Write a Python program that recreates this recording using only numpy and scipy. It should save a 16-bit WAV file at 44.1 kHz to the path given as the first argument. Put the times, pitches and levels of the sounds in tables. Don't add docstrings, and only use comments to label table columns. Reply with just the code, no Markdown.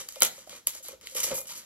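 import sys
import numpy as np
from scipy import signal
from scipy.fft import rfft, irfft, next_fast_len
from scipy.io import wavfile

SR = 44100
rng = np.random.default_rng(int(sys.argv[2]) if len(sys.argv) > 2 else 0)


def log_audio(samples):
    frames = np.atleast_2d(samples).T
    limited = np.clip(frames, -1, 1)
    pcm = np.round(limited * 32767).astype(np.int16)
    wavfile.write(sys.argv[1], SR, pcm)


def volts_from_decibels(level):
    exponent = np.asarray(level, float) / 20
    return 10 ** exponent


N = 72765

# start in seconds, peak in dB, tilt in dB per octave, share into the box in dB.
SNAPS = [(0.0884, -13, -3.5, -38), (0.1235, -29, 6, -36), (0.1583, -18.5, -3.5, -23.5),
         (0.1778, -45, 5, -27), (0.206, -5, 7, -46), (0.221, 11, 0.0, -31), (0.2321, 8.5, 6.5, -42.5),
         (0.2493, 5, 2.5, -58), (0.2527, -37, 2, -47), (0.3777, -36, 0, -12), (0.4953, -19, -6, -32),
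         (0.5263, -29.5, 0, -13), (0.5654, -22, 3, -32), (0.6713, 10, 11, -55), (0.7499, -18, 4, -29.5),
         (0.8848, -10.5, 3, -30), (1.012, -26, -3.5, -31), (1.0568, -45, -13, -35), (1.0716, -11, -5, -69),
         (1.1505, -24, -1, -21.5), (1.1677, -13, 0, -25.5), (1.1773, -16, -18, -25.5),
         (1.2031, -17, -12, -31), (1.2316, -19, -10, -38), (1.2412, -11, -4, -22.5),
         (1.3558, -22.5, -33, -44), (1.379, -16, 19, -20.5), (1.4147, -14, 1, -31.5),
         (1.4918, -22.5, -10, -28), (1.5787, -13, 17, -40)]
# start in seconds, peak in dB.
TICKS = [(.2205, 3), (.2209, 2), (.2217, -1), (.2319, -4), (.6711, -4), (.6726, -5), (.7499, -24),
         (.858, -27), (1.408, -25), (1.5215, -21), (1.556, -27), (1.591, -29)]
# start in seconds, peak in dB, pitch in Hz.
PINGS = [
    (0.2212, -5.5, 6350),
    (.2212, -13, 4140),
    (0.2219, -17, 2140),
    (0.2223, -16, 1327),
    (0.6709, -24, 3250),
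    (0.6713, -20.5, 8150),
    (.0886, -44, 7800),
    (1.0709, -33, 4200),
]
# start in seconds, level in dB, fade in ms, tilt in dB per octave.
CRACKLES = [(.0002, -37, 15, -1), (0.087, -30, 2.4, 4), (.1232, -37, 1.6, 4), (.2165, -33, 3.5, 5),
            (0.2204, -16.5, 4.4, 2.5), (.2235, -25, 19, -1), (0.2303, -22.5, 4.2, 2),
            (0.2516, -21, 5.2, 1.5), (.2625, -32.5, 11, 1), (0.3764, -58, 4.9, -4), (0.671, -23.5, 3, 0.5),
            (0.6782, -37.5, 18, 0.5), (0.7495, -36, 4.8, 3), (1.0555, -50, 2, 6), (1.1475, -38, 5, 2),
            (1.164, -33, 3, 2), (1.166, -30.5, 6.7, 6), (1.2024, -25, 4.2, 3.5), (1.2306, -29, 4.5, -1.5),
            (1.239, -30, 11, 0), (1.274, -42, 6, 6), (1.3124, -42, 5.5, -5), (1.3514, -36, 3, 7),
            (1.3543, -37, 7.4, 1), (1.379, -38, 11, 7), (1.4546, -43, 6.6, -2)]
# start in seconds, length in seconds, level in dB, tilt in dB per octave.
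STROKES = [(-.02, 0.034, -40.5, -0.5), (0.031, 0.058, -58.5, -0.5), (0.083, 0.31, -50, 0.5),
           (0.247, 0.0069, -48, -4), (.30, 0.013, -89, -11), (0.387, 0.064, -58, -3),
           (0.465, 0.018, -54, 1), (0.491, 0.088, -47.5, -2), (0.666, 0.02, -35, 1),
           (0.731, 0.055, -46.5, 0), (0.825, 0.055, -48.5, 6), (0.885, 0.042, -52, -3.5),
           (1.01, 0.028, -52, -2), (1.055, 0.1, -48.5, 1.5), (1.146, 0.018, -39.5, 4),
           (1.161, 0.056, -34.5, 0), (1.228, 0.016, -29.5, 4.5), (1.263, 0.054, -38.5, -2.5),
           (1.311, 0.019, -46, -5.5), (1.339, 0.054, -41.5, 9), (1.467, 0.045, -45, 2.5),
           (1.494, 0.085, -46, -1.5), (1.554, 0.031, -49, 4), (1.598, .06, -58, -3)]
# frequency in Hz, density in dB per Hz.
CRINKLE_COLOUR = [(150, -5), (700, -12), (1500, -6), (4000, -0.5), (7500, 4.5), (12000, -4), (15000, -3),
                  (17000, -47)]
# start in seconds, length in seconds, level in dB.
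NAILS = [
    (0.21, 0.0048, -31),
    (0.506, 0.017, -50),
    (0.844, 0.04, -50),
    (1.03, 0.038, -53),
    (1.487, 0.023, -52),
]
# start in seconds, peak in dB, hollow pitch in Hz, contact in ms.
KNOCKS = [(0.001, -35.5, 515, 12), (0.002, -38, 820, 5.3), (0.057, -40, 488, 3.2),
          (0.165, -29.5, 543, 0.92), (0.2205, -18, 615, 1.14), (0.273, -55, 510, 2.5),
          (0.38, -39, 544, 3.3), (0.472, -32, 625, 1.33), (0.529, -40, 590, 1.2), (0.547, -40.5, 473, 2.8),
          (0.754, -42, 516, 2.8), (0.802, -41.5, 526, 1.9), (0.844, -43, 660, 1.14),
          (0.887, -35.5, 464, 0.68), (0.927, -31, 511, 4.4), (1.033, -44.5, 467, 1), (1.119, -41, 520, 8.6),
          (1.151, -24, 497, 0.77), (1.189, -31.5, 505, 2.9), (1.244, -31.5, 485, 1), (1.27, -28.5, 546, 5),
          (1.305, -23, 584, 2.2), (1.313, -16.5, 519.6, 7.2), (1.344, -30, 571, 1.6),
          (1.393, -31, 518, 4.6), (1.443, -44, 565, 5.6), (1.503, -37, 870, 9.8)]
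# frequency in Hz, level in dB, decay time T60 in seconds.
PANEL_MODES = [(321, -23, 0.075), (505.6, -3.5, 0.056), (629, -4.5, 0.047), (852, -3, 0.038),
               (1238, 0, 0.011), (2107, -15.5, 0.18), (2430, -9.5, 0.17)]
# centre in seconds, level in dB, frequency in Hz.
PUFFS = [
    (0.229, -56, 115),
    (0.678, -59, 128),
    (0.941, -61, 64),
    (1.038, -66, 65),
    (1.25, -55.5, 74),
    (1.329, -50.5, 59),
    (1.392, -60.5, 86),
]
# frequency in Hz, decay time T60 in seconds, level in dB.
ROOM = [(150, 0.33, -2), (487, 0.26, 2.5), (1430, 0.29, 1), (4140, 0.16, 0), (10800, 0.18, -5.5)]
# frequency in Hz, density in dB per Hz.
AIR_COLOUR = [(25, -14), (48, 1), (150, -8.5), (500, -10.5), (1500, -19.5), (5000, -15), (15000, -19)]
# delay in seconds, gain as a factor.
PORT_ECHOES = [(.0003, -0.37), (.0007, 0.24), (.0012, -0.64)]
# lower edge in Hz, upper edge in Hz.
MID_GAPS = [(8400, 9500), (13750, 15100)]
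# lower edge in Hz, upper edge in Hz.
SIDE_GAPS = [(11000, 12300)]

SNAP_S, SNAP_GAIN_DB, TICK_TILT_DB = .00025, -3, 3
REBOUND_S, REBOUND_DB = .0014, -13
PING_CYCLES = 10.8
GRAINS_PER_S, GRAIN_SPREAD_DB, FLICKER_DB, FLICKER_HZ = 8000, 3, 1.2, 90
STROKE_INTO_BOX_DB, STROKE_ATTACK_S, STROKE_RELEASE_S = -9.5, .0043, .023
CRACKLE_ATTACK_S = .0006
NAIL_HZ, NAIL_T60_S = 4200, .002
HOLLOW_T60_S, KNOCK_GAIN_DB, PANEL_DB = .057, -8, -13
PARTNER_RATIO, PARTNER_DB = 1.223, -4.5
PUFF_S, ROOM_GAP_S, AIR_DB = .018, .0028, -63.5
LOW_LAG_S, PAN_DB = .00007, -.5
SPLIT_HZ, SPLIT_WIDTH_HZ, HIGH_LEAD_S, HIGH_ALIKE = 7700, 600, .000174, .98
GAP_DB, GAP_EDGE_HZ = 22, 300
LOW_CUT_HZ, TOP_HZ = 42, 16400


def at_hz(points, hz, column=1):
    points = np.array(points)
    return np.interp(np.log(np.maximum(hz, 1)), np.log(points[:, 0]), points[:, column])


def coloured(x, points):
    hz = np.fft.rfftfreq(x.shape[-1], 1 / SR)
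    return irfft(rfft(x) * volts_from_decibels(at_hz(points, hz)), x.shape[-1])


def tilted(x, tilt_db):
    hz = np.fft.rfftfreq(N, 1 / SR)
    return irfft(rfft(x) * volts_from_decibels(tilt_db * np.log2(np.maximum(hz, 300) / 5000)), N)


def rms_one(x):
    return x / np.sqrt(np.mean(x ** 2) + 1e-20)


def highpass(x, hz):
    return signal.sosfilt(signal.butter(2, hz, "high", fs=SR, output="sos"), x)


def ring(force, hz, t60):
    radius = volts_from_decibels(-60 / (t60 * SR))
    angle = 2 * np.pi * hz / SR
    return signal.lfilter([0, np.sin(angle)], [1, -2 * radius * np.cos(angle), radius ** 2], force + 1e-18)


def add(out, s, sound):
    i = int(s * SR)
    out[i:i + len(sound)] += sound[:len(out) - i]


def snaps():
    out, force = np.zeros(N), np.zeros(N)
    t = np.arange(-128, 128) / SR
    octaves = np.log2(np.clip(np.fft.rfftfreq(len(t), 1 / SR), 2500, 12000) / 6000)
    rows = list(SNAPS) + [(s, db, TICK_TILT_DB, -60) for s, db in TICKS]
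    for s, db, tilt_db, box_db in rows:
        white = rng.standard_normal(len(t))
        crack = (t == 0) * 4 + white * np.exp(-np.abs(t) / SNAP_S)
        burst = irfft(rfft(crack) * volts_from_decibels(tilt_db * octaves), len(t))
        burst = volts_from_decibels(db + SNAP_GAIN_DB) * burst / np.abs(burst).max()
        add(out, s + t[0] + .0003, burst)
        add(out, s + t[0] + REBOUND_S, volts_from_decibels(REBOUND_DB) * burst[::-1])
        add(force, s + REBOUND_S, volts_from_decibels(db + box_db) * np.hanning(12) / 6)
    band = signal.butter(2, [2400, 15000], "band", fs=SR, output="sos")
    return signal.sosfilt(band, out) + panels(force)


def pings():
    out = np.zeros(N)
    click = np.arange(600) == 0
    for s, db, hz in PINGS:
        add(out, s, volts_from_decibels(db) * ring(click, hz, PING_CYCLES / hz))
    return out


def friction_grains():
    slow = signal.butter(2, FLICKER_HZ, fs=SR, output="sos")
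    flicker = rms_one(signal.sosfilt(slow, rng.standard_normal(N)))
    sizes = volts_from_decibels(GRAIN_SPREAD_DB * np.minimum(rng.exponential(1, N), 4)) * rng.choice([-1, 1], N)
    slips = rng.random(N) < GRAINS_PER_S / SR
    return rms_one(sizes * slips * volts_from_decibels(FLICKER_DB * flicker))


def rubbed_card(grains):
    return rms_one(coloured(grains, CRINKLE_COLOUR) + volts_from_decibels(STROKE_INTO_BOX_DB - 36) * panels(grains))


def crackles(rub):
    out, t = np.zeros(N), np.arange(N) / SR
    for s, db, fade_ms, tilt_db in CRACKLES:
        fade = np.exp(-np.maximum(t - s, 0) / (fade_ms / 1000))
        shape = np.clip((t - s) / CRACKLE_ATTACK_S, 0, 1) * fade
        out += volts_from_decibels(db) * shape * tilted(rub, tilt_db)[::-1]
    return out


def stroke_shape(s, length):
    t = np.arange(N) / SR
    rise = np.clip((t - s) / STROKE_ATTACK_S, 0, 1)
    return rise * np.exp(-np.maximum(t - s - length, 0) / STROKE_RELEASE_S)


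def strokes(rub):
    out = np.zeros(N)
    for s, length, db, tilt_db in STROKES:
        out += volts_from_decibels(db) * stroke_shape(s, length) * tilted(rub, tilt_db)
    return out


def nails(grains):
    nail = rms_one(ring(grains[::-1], NAIL_HZ, NAIL_T60_S))
    return nail * sum(volts_from_decibels(db) * stroke_shape(s, length) for s, length, db in NAILS)


def knocks():
    out, force = np.zeros(N), np.zeros(N)
    t = np.arange(8000) / SR
    for s, db, hz, contact_ms in KNOCKS:
        white = rng.standard_normal(len(t))
        touch = white * np.exp(-t / (contact_ms / 1000)) * np.minimum(t / .003, 1)
        partner = ring(touch, PARTNER_RATIO * hz, HOLLOW_T60_S / 2)
        note = ring(touch, hz, HOLLOW_T60_S) - volts_from_decibels(PARTNER_DB) * partner
        scale = volts_from_decibels(db + KNOCK_GAIN_DB) / np.abs(note).max()
        add(out, s, scale * note)
        add(force, s, scale * touch)
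    return out + volts_from_decibels(PANEL_DB) * signal.lfilter([.15], [1, -.85], panels(force))


def panels(force):
    out = 0
    for k, (hz, db, t60) in enumerate(PANEL_MODES):
        out = out + (-1) ** k * volts_from_decibels(db) * ring(force, hz, t60)
    return out


def puffs():
    out, t = np.zeros(N), np.arange(N) / SR
    for s, db, hz in PUFFS:
        out += volts_from_decibels(db) * np.exp(-((t - s) / PUFF_S) ** 2) * np.sin(2 * np.pi * hz * (t - s))
    return out


def room(x):
    t, tail = np.arange(SR // 2) / SR, 0
    white = rng.standard_normal((2, len(t)))
    for low in 70 * 2 ** np.arange(8.0):
        octave = signal.butter(2, [low, 2 * low], "band", fs=SR, output="sos")
        t60 = at_hz(ROOM, 1.34 * low)
        decay = volts_from_decibels(-60 * t / t60) / np.sqrt(t60 * SR / 14)
        tail = tail + volts_from_decibels(at_hz(ROOM, 1.4 * low, column=2)) * signal.sosfilt(octave, white) * decay
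    tail = tail * np.clip(t / ROOM_GAP_S - .5, 0, 1)
    return signal.fftconvolve(x[None], tail, axes=1)[:, :N]


def still_air():
    air = volts_from_decibels(AIR_DB) * rms_one(coloured(rng.standard_normal((3, N)), AIR_COLOUR))
    return .9 * air[0] + .4 * air[1:]


def scene():
    grains = friction_grains()
    rub = rubbed_card(grains)
    handling = crackles(rub) + strokes(rub) + nails(grains)
    box = highpass(snaps() + pings() + handling + knocks(), 150)
    n, late = np.arange(N), 0
    for lag, gain in [(LOW_LAG_S, 1)] + list(PORT_ECHOES):
        late = late + gain * np.interp(n - lag * SR, n, box)
    left = late * volts_from_decibels(PAN_DB) * np.std(box) / np.std(late)
    return np.array([left, box]) + room(box) + puffs() + still_air()


def without_gaps(spectrum, hz, gaps):
    depth = sum(np.clip(np.minimum(hz - a, b - hz) / GAP_EDGE_HZ + .5, 0, 1) for a, b in gaps)
    return spectrum * volts_from_decibels(-GAP_DB * depth)


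def band_limit(x):
    return signal.sosfilt(signal.butter(12, 21850, fs=SR, output="sos"), x)


def record(dry):
    size = next_fast_len(N + 512)
    hz = np.fft.rfftfreq(size, 1 / SR)
    left, right = rfft(dry, size)
    share = HIGH_ALIKE / (1 + np.exp(-(hz - SPLIT_HZ) / (SPLIT_WIDTH_HZ / 2)))
    lead = np.exp(2j * np.pi * hz * HIGH_LEAD_S)
    left = share * right * lead + np.sqrt(1 - share ** 2) * left
    mid = without_gaps(left + right, hz, MID_GAPS)
    side = without_gaps(left - right, hz, SIDE_GAPS)
    x = irfft(np.array([mid + side, mid - side]) / 2, size)[:, :N]
    x = x + highpass(np.clip(x, -1, 1) - x, 300)
    x = highpass(x, LOW_CUT_HZ)
    x = signal.sosfilt(signal.cheby2(10, 45, TOP_HZ, fs=SR, output="sos"), x)
    return band_limit(np.clip(x, -1, 1))


dry = scene()
out = record(dry)
log_audio(out)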